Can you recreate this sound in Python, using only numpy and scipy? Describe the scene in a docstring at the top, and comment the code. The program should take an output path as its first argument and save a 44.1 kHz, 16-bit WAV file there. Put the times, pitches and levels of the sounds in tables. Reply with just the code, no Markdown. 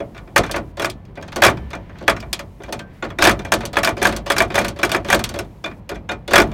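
"""Shift rods and their clevis joints are worked back and forth under a truck in a garage, heard up close.
The rods slam into their stops and rebound; each blow rings the rods and the gearbox housing.
Loose pins tick, loaded rods stick and slip with a scrape, and a rod running home lands a heavy clunk.
The chassis booms afterwards, over a faint rumble, a thin hiss and the still air of the garage.
The hardest clanks overload into soft clipping."""
import sys
import numpy as np
from scipy import signal
from scipy.fft import rfft, irfft, next_fast_len
from scipy.io import wavfile

SR = 44100
rng = np.random.default_rng(int(sys.argv[2]) if len(sys.argv) > 2 else 0)


def generate_wav(signal):
    """Clip the signal to [-1, 1] and save it as 16-bit WAV at the path in sys.argv[1]."""
    frames = np.transpose(np.atleast_2d(signal))
    scaled = np.clip(frames, -1, 1) * 32767
    pcm = np.round(scaled).astype(np.int16)
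    wavfile.write(sys.argv[1], SR, pcm)


N = 288179

# blows in the linkage: (time [s], clank level [dB], housing body re clank [dB], bright edge re clank [dB])
BLOWS = [(.002, -33.5, 15, -12), (0.146, -40, 4, -14), (.164, -36.5, -7, -26), (.178, -35.5, -16, -7),
         (.274, -43.5, 7, -15), (.361, -5.5, -9, -10.5), (.435, -22.5, -2, -10), (.463, -33, -10, -5.5),
         (.494, -26, 3.5, -32), (0.513, -35.5, -11, 10), (.541, -20, -1, -38), (.561, -20.5, 1, -9),
         (.771, -35, 8.5, -4), (.796, -21, 0.5, -7.5), (.82, -22, -2.5, -6), (0.845, -16, -5, -8),
         (0.856, -34, 6, 5), (.899, -41.5, -5, 11.5), (1.052, -60.5, -4, 5.5), (1.155, -46.5, -10, -4),
         (1.173, -31, 5, -30), (1.225, -33, -3, -6), (1.279, -38, -1.5, -5.5), (1.32, -33.5, -6, -8),
         (1.36, -22.5, 6.5, -4), (1.42, -5.5, -3.5, -10.5), (1.436, -6, -7, -4.5), (1.448, -8, -2, -4),
         (1.464, -10.5, -7, -5.5), (1.481, -14, -1.5, -10.5), (1.571, -35.5, 4, -8.5),
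         (1.705, -41.5, 5.5, -2.5), (1.731, -24, -5.5, -13.5), (1.752, -39, 12.5, -2),
         (1.894, -38.5, -1, -19.5), (1.953, -41, -9, -21), (1.986, -46, -16, -1.5), (2.009, -37, 10.5, -13),
         (2.026, -54, 23, 3), (2.079, -6.5, -5, -13.5), (2.164, -28, -11, -10), (2.203, -50, 0, 12.5),
         (2.225, -31.5, -0.5, -15), (2.33, -27, -4.5, 9), (2.392, -28, -0.5, -4), (2.601, -43, 13, -21),
         (2.635, -34, -5, -6), (2.68, -41.5, 17.5, -20), (2.725, -25.5, 2.5, -1), (2.792, -32, 0.5, -3.5),
         (3.024, -22.5, 3.5, -21), (3.048, -28.5, -13, -11.5), (3.103, -31, -0.5, -12),
         (3.186, -20, 3.5, -9), (3.222, -7.5, -2.5, -7), (3.251, -8.5, -7, -5.5), (3.271, -7.5, -0.5, -6),
         (3.293, -12, -4.5, -8), (3.392, -30, 5, -5.5), (3.449, -27, 0.5, -8), (3.52, -9.5, -2, -5.5),
         (3.606, -27.5, -3, -8.5), (3.631, -30, 6.5, -48), (3.653, -35, 5, 8.5), (3.731, -30.5, -1.5, -3.5),
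         (3.768, -10.5, -2.5, -12.5), (3.832, -15.5, -12, -6), (3.847, -18.5, -2.5, 1.5),
         (3.873, -12.5, -0.5, -10), (3.968, -30, 6.5, -9), (3.979, -36.5, 12, -2), (4.016, -18, 3, -11.5),
         (4.027, -16.5, -8, -3), (4.052, -9, -2.5, -10), (4.09, -25, -9, -5), (4.124, -25, 2, -6.5),
         (4.164, -30.5, 5, 3), (4.261, -31.5, 9, -4.5), (4.301, -11, -4, -6.5), (4.364, -18.5, 0, -9),
         (4.382, -18.5, -6, 1.5), (4.403, -9.5, -2, -12), (4.502, -27.5, 4.5, -11.5), (4.543, -22, 5, -7.5),
         (4.555, -17, -9, -4), (4.578, -11.5, -6.5, -15), (4.588, -22, 7.5, -0.5), (4.613, -23, -20, -8),
         (4.646, -21.5, -1.5, -5), (4.682, -29.5, 2.5, 3), (4.761, -39, 8, -6), (4.789, -30, 6.5, -5.5),
         (4.831, -11.5, -1.5, -7.5), (4.893, -25, -1, -6.5), (4.917, -21, 0, 1.5), (4.946, -13, -.5, -12),
         (5.047, -31, 7, -6), (5.085, -23.5, 4, -7.5), (5.101, -13, -7.5, -7), (5.127, -8, -1.5, -8),
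         (5.192, -23.5, 1, -5.5), (5.24, -25.5, -22, 5.5), (5.291, -33, 5, 2.5), (5.34, -29.5, 4.5, -4.5),
         (5.359, -36, 13.5, -4), (5.389, -25.5, 3, -1.5), (5.64, -25, 2, -11), (5.66, -26.5, -8, -11),
         (5.712, -36, -11, -18), (5.892, -29.5, 5.5, -2), (5.915, -31, 9.5, -21), (5.956, -35, -1, -8.5),
         (6.09, -23, 2.5, -13.5), (6.115, -24, -3.5, -9.5), (6.278, -32.5, 12, -0.5), (6.309, -24, 9, -7.5),
         (6.334, -8, -1, -8.5), (6.357, -5, -4.5, -5.5), (6.379, -8, 4, -7), (6.4, -11.5, -2.5, -8.5),
         (6.516, -35.5, 5, -7.5)]
# modes of gearbox housing and linkage: (frequency [Hz], energy share [dB], t60 [s])
HOUSING_MODES = [(346.5, -0.5, 0.084), (409.8, -3.5, 0.091), (568.3, 0.5, 0.17), (667.8, 2.5, 0.1),
                 (720.6, -5, 0.18), (875, 2.5, .17), (1160, -3.5, 0.12), (1460, 0.5, 0.1),
                 (1568, -3, 0.091), (1750, -1, 0.12), (2150, -5, 0.11), (2338, 0, 0.078), (2386, -7, 0.12),
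                 (2496, -3, 0.085), (3130, -23.5, 0.088), (3216, -20, 0.11), (3350, -7.5, 0.063),
                 (3530, -16, 0.05), (4530, -22.5, .05), (5390, -19, 0.076), (6160, -17.5, 0.018),
                 (8200, -33.5, .03), (9800, -18, .025)]
# thicket of weaker modes and near reflections: (frequency [Hz], level [dB])
THICKET_COLOUR = [(130, -7.5), (220, 1), (340, 4.5), (480, -4.5), (650, 5), (800, -2.5), (1250, 4),
                  (1650, -4), (1900, -0.5), (2400, -5.5), (2800, -11.5), (5000, -26), (9800, -22),
                  (10400, -26), (12000, -24), (16000, -37)]
# ring time of that thicket: (frequency [Hz], t60 [s])
THICKET_DECAY = [(100, 1), (260, 0.32), (700, 0.19), (1840, 0.12), (4850, 0.11), (12800, 0.038)]
# punch of a rod against its stop: (frequency [Hz], level [dB])
PUNCH_COLOUR = [(300, -27.5), (700, 9.5), (1150, -14), (1650, 9.5), (1950, -8), (2400, 1), (3200, -33),
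                (8000, -46), (16000, -56)]
# snap of a dry pin: (frequency [Hz], level [dB])
SNAP_COLOUR = [(800, -29), (2500, 7), (3600, -1.5), (5500, -0.5), (7500, -3.5), (9700, -3.5), (10400, -15),
               (12000, -10), (16000, -14)]
# scrape of a sliding rod: (frequency [Hz], level [dB])
GRIND_COLOUR = [(200, -3), (650, 8.5), (1600, 6.5), (2500, -0.5), (3500, 3), (6500, -12), (9700, -26),
                (10500, -22), (16000, -35.5)]
# a rod runs home and shakes the whole gearbox: (time [s], level [dB])
CLUNKS = [(.385, -10), (1.452, -16.5), (2.097, -30.5), (3.257, -28), (6.359, -26)]
# thud of the gearbox: (frequency [Hz], level [dB])
CLUNK_COLOUR = [(25, -16.5), (55, 1), (80, -5), (115, 4), (160, -7.5), (230, -1.5), (340, -6.5), (520, -6),
                (700, -11), (1100, -25.5), (4000, -73)]
# a loosened rod drops back and rings freely: (time [s], level [dB])
ROD_CLINKS = [(1.733, -40), (3.025, -25.5), (3.187, -25), (5.643, -22), (5.894, -37.5), (6.094, -21),
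              (6.281, -31)]
# modes of that rod: (frequency [Hz], energy share [dB], t60 [s])
ROD_MODES = [(1435, 3, .13), (1980, -9, .07), (2130, -9, .1), (2420, -2, .15), (2850, -7, .08),
             (3490, -8, .08), (3685, -5, .09), (4150, -15, .06), (6300, -15, .025), (7100, -16, .025)]
# a light tap on a spring clip: (time [s], level [dB])
CLIP_PINGS = [(2.794, -33)]
CLIP_MODES = [(1560, 0, .26), (1744, -13, .16), (3130, -19, .1)]
# boom of chassis and garage: (frequency [Hz], level [dB])
BOOM_COLOUR = [(22, -16.5), (40, -9.5), (52, 4), (66, 4.5), (85, -4), (115, 4.5), (150, -7), (200, -1.5),
               (300, -17.5), (1000, -28.5), (3000, -39.5), (8000, -56.5)]
# undamped parts nearby that sing on: (frequency [Hz], energy share [dB], t60 [s])
SINGING_MODES = [(692, 3.5, 1.), (955, -7, 2.), (988, -6, 2.8), (1120, -4, 1), (1572, -4, .9),
                 (1760, -4, 1.1), (2360, -4, 1.), (2410, -8, .9), (3080, -12, .8)]
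# rumble of the truck: (frequency [Hz], level [dB])
RUMBLE_COLOUR = [(20, -27), (38, -7), (53, 3.5), (70, -14.5), (90, 0.5), (115, -6), (160, -5), (220, -10.5),
                 (400, -17), (1000, -25), (3000, -63.5)]
# a rod is eased along with a faint rub: (start [s], end [s])
RUBS = [(1.08, 1.1), (1.55, 2.05), (2.88, 3.02)]
# a thin hiss comes and goes: (start [s], end [s])
HISSES = [(0, 0.72), (2.2, 2.83), (2.93, 3.02), (5.35, 5.8)]
# tone of that hiss: (frequency [Hz], level [dB])
HISS_COLOUR = [(500, -20), (2500, -0.5), (5000, -4), (9500, -7), (16000, -9.5)]
# room tone of the still garage, also the tone of the rubs: (frequency [Hz], level [dB])
AIR_COLOUR = [(30, -13), (200, -8.5), (500, -31), (1000, -14.5), (2000, -9.5), (4000, -23), (9000, -40),
              (16000, -40)]


def linkage(hits, clank_db=-2, edge_db=-0.67, top_db=-3.5, crisp_db=-28,
            graze_s=.0025, graze_db=-21, chatter_s=.012, chatter_db=-22):
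    """Each blow grazes, then lands on one of a few contact points; the slack joint chatters after it."""
    t = np.arange(2 ** 14) / SR
    shared_grain = rng.standard_normal(len(t))
    points = [contact_ring(t, shared_grain) for _ in range(13)]
    chatter_gaps = chatter_s * rng.exponential(size=(len(hits), 2))
    out = np.zeros(N)
    for k, (s, db, body, edge) in enumerate(hits):
        # quiet blows sound duller, with less treble above 7.5 kHz
        top = edge + top_db + min(db + edge - crisp_db, 0)
        gains = undb(db + np.array([body, clank_db, edge + edge_db, top]))
        add(out, s, gains @ points[k % len(points)])
        # graze and chatter are too light to move the housing, so they skip the body band
        graze = gains[1:] @ points[(k - 1) % len(points)][1:]
        add(out, s - graze_s, undb(graze_db) * graze)
        for bounce, lag in enumerate(np.cumsum(chatter_gaps[k]), 1):
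            chatter = gains[1:] @ points[(k + bounce) % len(points)][1:]
            add(out, s + lag, undb(chatter_db) / bounce * chatter)
    return out


def contact_ring(t, shared_grain, likeness=0.6, crack_db=-12, housing_db=-2, parts_db=-9,
                 seat_s=0.0013, crossovers_hz=(780, 3200, 7500)):
    """The ring of one contact point in four bands: housing body, clank, bright edge and its top."""
    grain = likeness * shared_grain + np.sqrt(1 - likeness ** 2) * rng.standard_normal(len(t))
    crack = burst(t, [(500, -0.5), (1600, 4), (4000, -12), (9500, -14.5), (16000, -21.5)], t60=.02)
    ring = thicket(t, grain) + undb(crack_db) * crack
    ring += undb(housing_db) * modes(t, HOUSING_MODES, scatter_db=8)
    ring += undb(parts_db) * small_parts(t)
    ring *= attack(t, seat_s)  # greasy faces take a moment to seat
    lowpasses = [signal.butter(4, hz, fs=SR, output="sos") for hz in crossovers_hz]
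    body, to_mid, to_high = (signal.sosfiltfilt(sos, ring, padtype=None) for sos in lowpasses)
    edge_and_top = np.array([to_high - to_mid, ring - to_high]) / np.linalg.norm(ring - to_mid)
    return np.vstack([unit(body), unit(to_mid - body), edge_and_top])


def thicket(t, grain, build_cycles=3.16):
    """Countless close modes in half-octave bands; the lows bloom later and ring longer."""
    spectrum = rfft(colour(grain, THICKET_COLOUR))
    half_octaves = 2 * np.log2(np.maximum(np.arange(len(spectrum)) * SR / len(t), 1))
    out = 0
    for step in range(14, 29):
        hz = 2 ** (step / 2)
        t60 = lookup(THICKET_DECAY, hz)
        band = irfft(spectrum * np.maximum(1 - abs(half_octaves - step), 0), len(t))
        out += band * fade(t, t60) * attack(t, build_cycles / hz) / np.sqrt(t60)
    return unit(out)


def small_parts(t, lowest_hz=1100, t60=0.044, db_per_octave=-4, count=12):
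    """Pins and washers at one joint add a few short partials of their own."""
    octaves = rng.uniform(0, np.log2(6), count)
    partials = [(lowest_hz * 2 ** octave, db_per_octave * octave, t60) for octave in octaves]
    return modes(t, partials, scatter_db=-2.5)


def rebounds(lag_s=.018, drop_db=13, hard_db=-7, flight_s=.024, body_db=-4, brighter_db=12):
    """A hard blow with room to fly throws the rod back against its pin: a weaker, brighter contact."""
    gaps = np.diff([blow[0] for blow in BLOWS], append=np.inf)
    hits = []
    for (s, db, _, edge), gap in zip(BLOWS, gaps):
        # soft blows hardly rebound, nor do those crowded by the next one
        loss_db = drop_db + max(hard_db - db, 0) + 20 * (gap < flight_s)
        hits.append((s + lag_s, db - loss_db, body_db, min(edge, 0) + brighter_db))
    return hits


def end_stops(hits, punch_db=-2, housing_db=-7, full_db=-15, slack_s=0.0015):
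    """Hard blows take up the slack and reach the stop: a short punch, and the housing rings hollow."""
    t = np.arange(2 ** 13) / SR
    rings = [modes(t, HOUSING_MODES, scatter_db=2) for _ in range(7)]
    out = np.zeros(N)
    for k, (s, db, body, _) in enumerate(hits):
        reach_db = min(db - full_db, 0) / 2  # soft blows barely get there
        punch = undb(punch_db) * burst(t, PUNCH_COLOUR, t60=0.033)
        hollow = undb(housing_db + body) * rings[k % len(rings)]
        add(out, s + slack_s, undb(db + reach_db) * (punch + hollow))
    return out


def clevis_pins(hits, snap_db=-3):
    """The brightest contacts are dry pins snapping over: a direct tick that dies at once."""
    t = np.arange(2 ** 11) / SR
    out = np.zeros(N)
    for s, db, _, edge in hits:
        dull_db = min(edge, 0)  # dull contacts hardly snap
        add(out, s, undb(db + edge + snap_db + dull_db) * burst(t, SNAP_COLOUR, t60=.018))
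    return out


def grinding(grind_db=-37, slips_per_s=450, spread_db=5, lean=0.56, stroke_s=.04, release_db_per_s=700):
    """Between blows the loaded rod sticks and slips, each slip a tiny click into the metal."""
    t = np.arange(2 ** 12) / SR
    out = np.zeros(N)
    for (start, first_db, *_), (end, next_db, *_) in zip(BLOWS, BLOWS[1:]):
        # the load lies between the two blows, and falls away if they are more than a stroke apart
        load_db = first_db + lean * (next_db - first_db)
        load_db -= release_db_per_s * max(end - start - stroke_s, 0)
        chance, size = rng.random((2, len(t)))[:, :max(int((end - start) * SR), 2)]
        slipping = chance < max(slips_per_s / SR, chance.min() * 2)  # at least one slip
        slips = slipping * undb(-spread_db * np.log(1 - size))
        slips = unit(slips) * np.sqrt(len(slips))
        scrape = signal.fftconvolve(slips, burst(t, GRIND_COLOUR, t60=0.048))
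        add(out, start, undb(load_db + grind_db) * scrape)
    return out


def gearbox_clunks():
    """The heavy gearbox takes a moment to move on its mounts, then thuds."""
    t = np.arange(SR // 2) / SR
    out = np.zeros(N)
    for s, db in CLUNKS:
        add(out, s, undb(db) * burst(t, CLUNK_COLOUR, t60=0.16, attack_s=0.011))
    return out


def struck_part(strikes, part_modes):
    """A loose rod or clip is struck and rings freely in its own modes."""
    t = np.arange(SR // 2) / SR
    out = np.zeros(N)
    for s, db in strikes:
        add(out, s, undb(db) * modes(t, part_modes, scatter_db=5.5, detune=.001, build_cycles=3.6))
    return out


def chassis_boom(hits, boom_db=-8, singing_db=-30):
    """Each blow spreads slowly into the chassis and the garage, and leaves nearby parts singing."""
    t = np.arange(SR * 3 // 2) / SR
    pushes, knocks = np.zeros((2, N))
    for s, db, body, _ in hits:
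        add(pushes, s, undb([db + body + boom_db]))
        add(knocks, s, undb([db + singing_db]))
    boom = signal.fftconvolve(pushes, burst(t, BOOM_COLOUR, t60=1.2, attack_s=0.01))
    singing = signal.fftconvolve(knocks, modes(t, SINGING_MODES, scatter_db=-2))
    return (boom + singing)[:N]


def truck_rumble(loaded_db=-37.5, rest_db=-46.5, lag_s=.05, rise_db_per_s=252.5, fall_db_per_s=53):
    """The truck rumbles under load: it swells around each blow and relaxes, so quick work keeps it up."""
    t = np.arange(0, N, 2 ** 7) / SR
    since_peak = t[:, None] - np.transpose(BLOWS)[0] - lag_s
    swells_db = np.minimum(rise_db_per_s * since_peak, -fall_db_per_s * since_peak)
    effort_db = np.interp(np.arange(N) / SR, t, swells_db.max(axis=1))
    return np.hypot(undb(loaded_db + effort_db), undb(rest_db)) * noise(RUMBLE_COLOUR, N)


def garage_bed(rub_db=-55.5, hiss_db=-65, air_db=-63.5):
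    """Faint rod rubs and a thin hiss come and go over the still air of the garage."""
    rubbing = undb(rub_db) * gate(RUBS, ramp_s=.08) * noise(AIR_COLOUR, N)
    hiss = undb(hiss_db) * gate(HISSES, ramp_s=0.014) * noise(HISS_COLOUR, N)
    air = undb(air_db) * noise(AIR_COLOUR, N)
    return rubbing + hiss + air


def modes(t, table, scatter_db, detune=0.0039, build_cycles=3.3):
    """Ringing partials; their mix and pitch vary a little at random."""
    draws = rng.standard_normal((len(table), 3))
    out = 0
    for (hz, db, t60), (level_jitter, pitch_jitter, phase) in zip(table, draws):
        wave = np.sin(2 * np.pi * (hz * (1 + detune * pitch_jitter) * t + phase))
        partial = unit(wave * fade(t, t60) * attack(t, build_cycles / hz))
        out += undb(db + scatter_db * level_jitter) * partial
    return unit(out)


def burst(t, spectrum, t60, attack_s=0):
    """A decaying hit of coloured noise with an energy of one."""
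    onset = attack(t, attack_s) if attack_s else 1
    return unit(noise(spectrum, len(t)) * fade(t, t60) * onset)


def noise(spectrum, size):
    """Coloured noise with an rms of one."""
    x = colour(rng.standard_normal(size), spectrum)
    return x / x.std()


def colour(x, spectrum):
    """EQ a sound with a curve of (frequency [Hz], level [dB])."""
    size = next_fast_len(len(x))
    hz = np.arange(size // 2 + 1) * SR / size
    return irfft(rfft(x, size) * undb(lookup(spectrum, hz)), size)[:len(x)]


def lookup(table, hz):
    """Read a curve on a log-frequency axis."""
    points, values = np.transpose(table)
    return np.interp(np.log(np.maximum(hz, 1)), np.log(points), values)


def attack(t, rise_s):
    """Exponential rise to full level."""
    return 1 - np.exp(-t / rise_s)


def fade(t, t60):
    """Exponential decay, 60 dB down at t60."""
    return np.exp(-np.log(1000) * t / t60)


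def gate(spans, ramp_s):
    """Gain that opens for each (start [s], end [s])."""
    t = np.arange(N) / SR
    return sum(np.clip(np.minimum(t - start, end - t) / ramp_s + .5, 0, 1) for start, end in spans)


def add(out, s, sound):
    """Mix a sound in at s seconds."""
    start = max(int(s * SR), 0)
    out[start:start + len(sound)] += sound[:max(len(out) - start, 0)]


def undb(db):
    """Decibels to gain."""
    return 10 ** (np.asarray(db) / 20)


def unit(x):
    """Scale to an energy of one."""
    return x / np.sqrt(np.sum(x ** 2, axis=-1, keepdims=True))


def scene(near_db=26):
    """The linkage up front, an arm's length away, over the rumble and the room tone; mono."""
    hits = list(BLOWS) + rebounds()
    metal = linkage(hits) + end_stops(hits) + clevis_pins(hits) + grinding() + gearbox_clunks()
    metal += struck_part(ROD_CLINKS, ROD_MODES) + struck_part(CLIP_PINGS, CLIP_MODES)
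    metal += chassis_boom(hits)
    return (undb(near_db) * metal + truck_rumble() + garage_bed())[None]


def record(dry, knee=3.4, top_hz=16000):
    """Overload rounds off the hardest peaks, then a steep low-pass cuts the top."""
    rounded = dry / (1 + abs(dry) ** knee) ** (1 / knee)
    return signal.sosfilt(signal.ellip(10, .2, 70, top_hz, fs=SR, output="sos"), rounded)


dry = scene()
out = record(dry)
generate_wav(out)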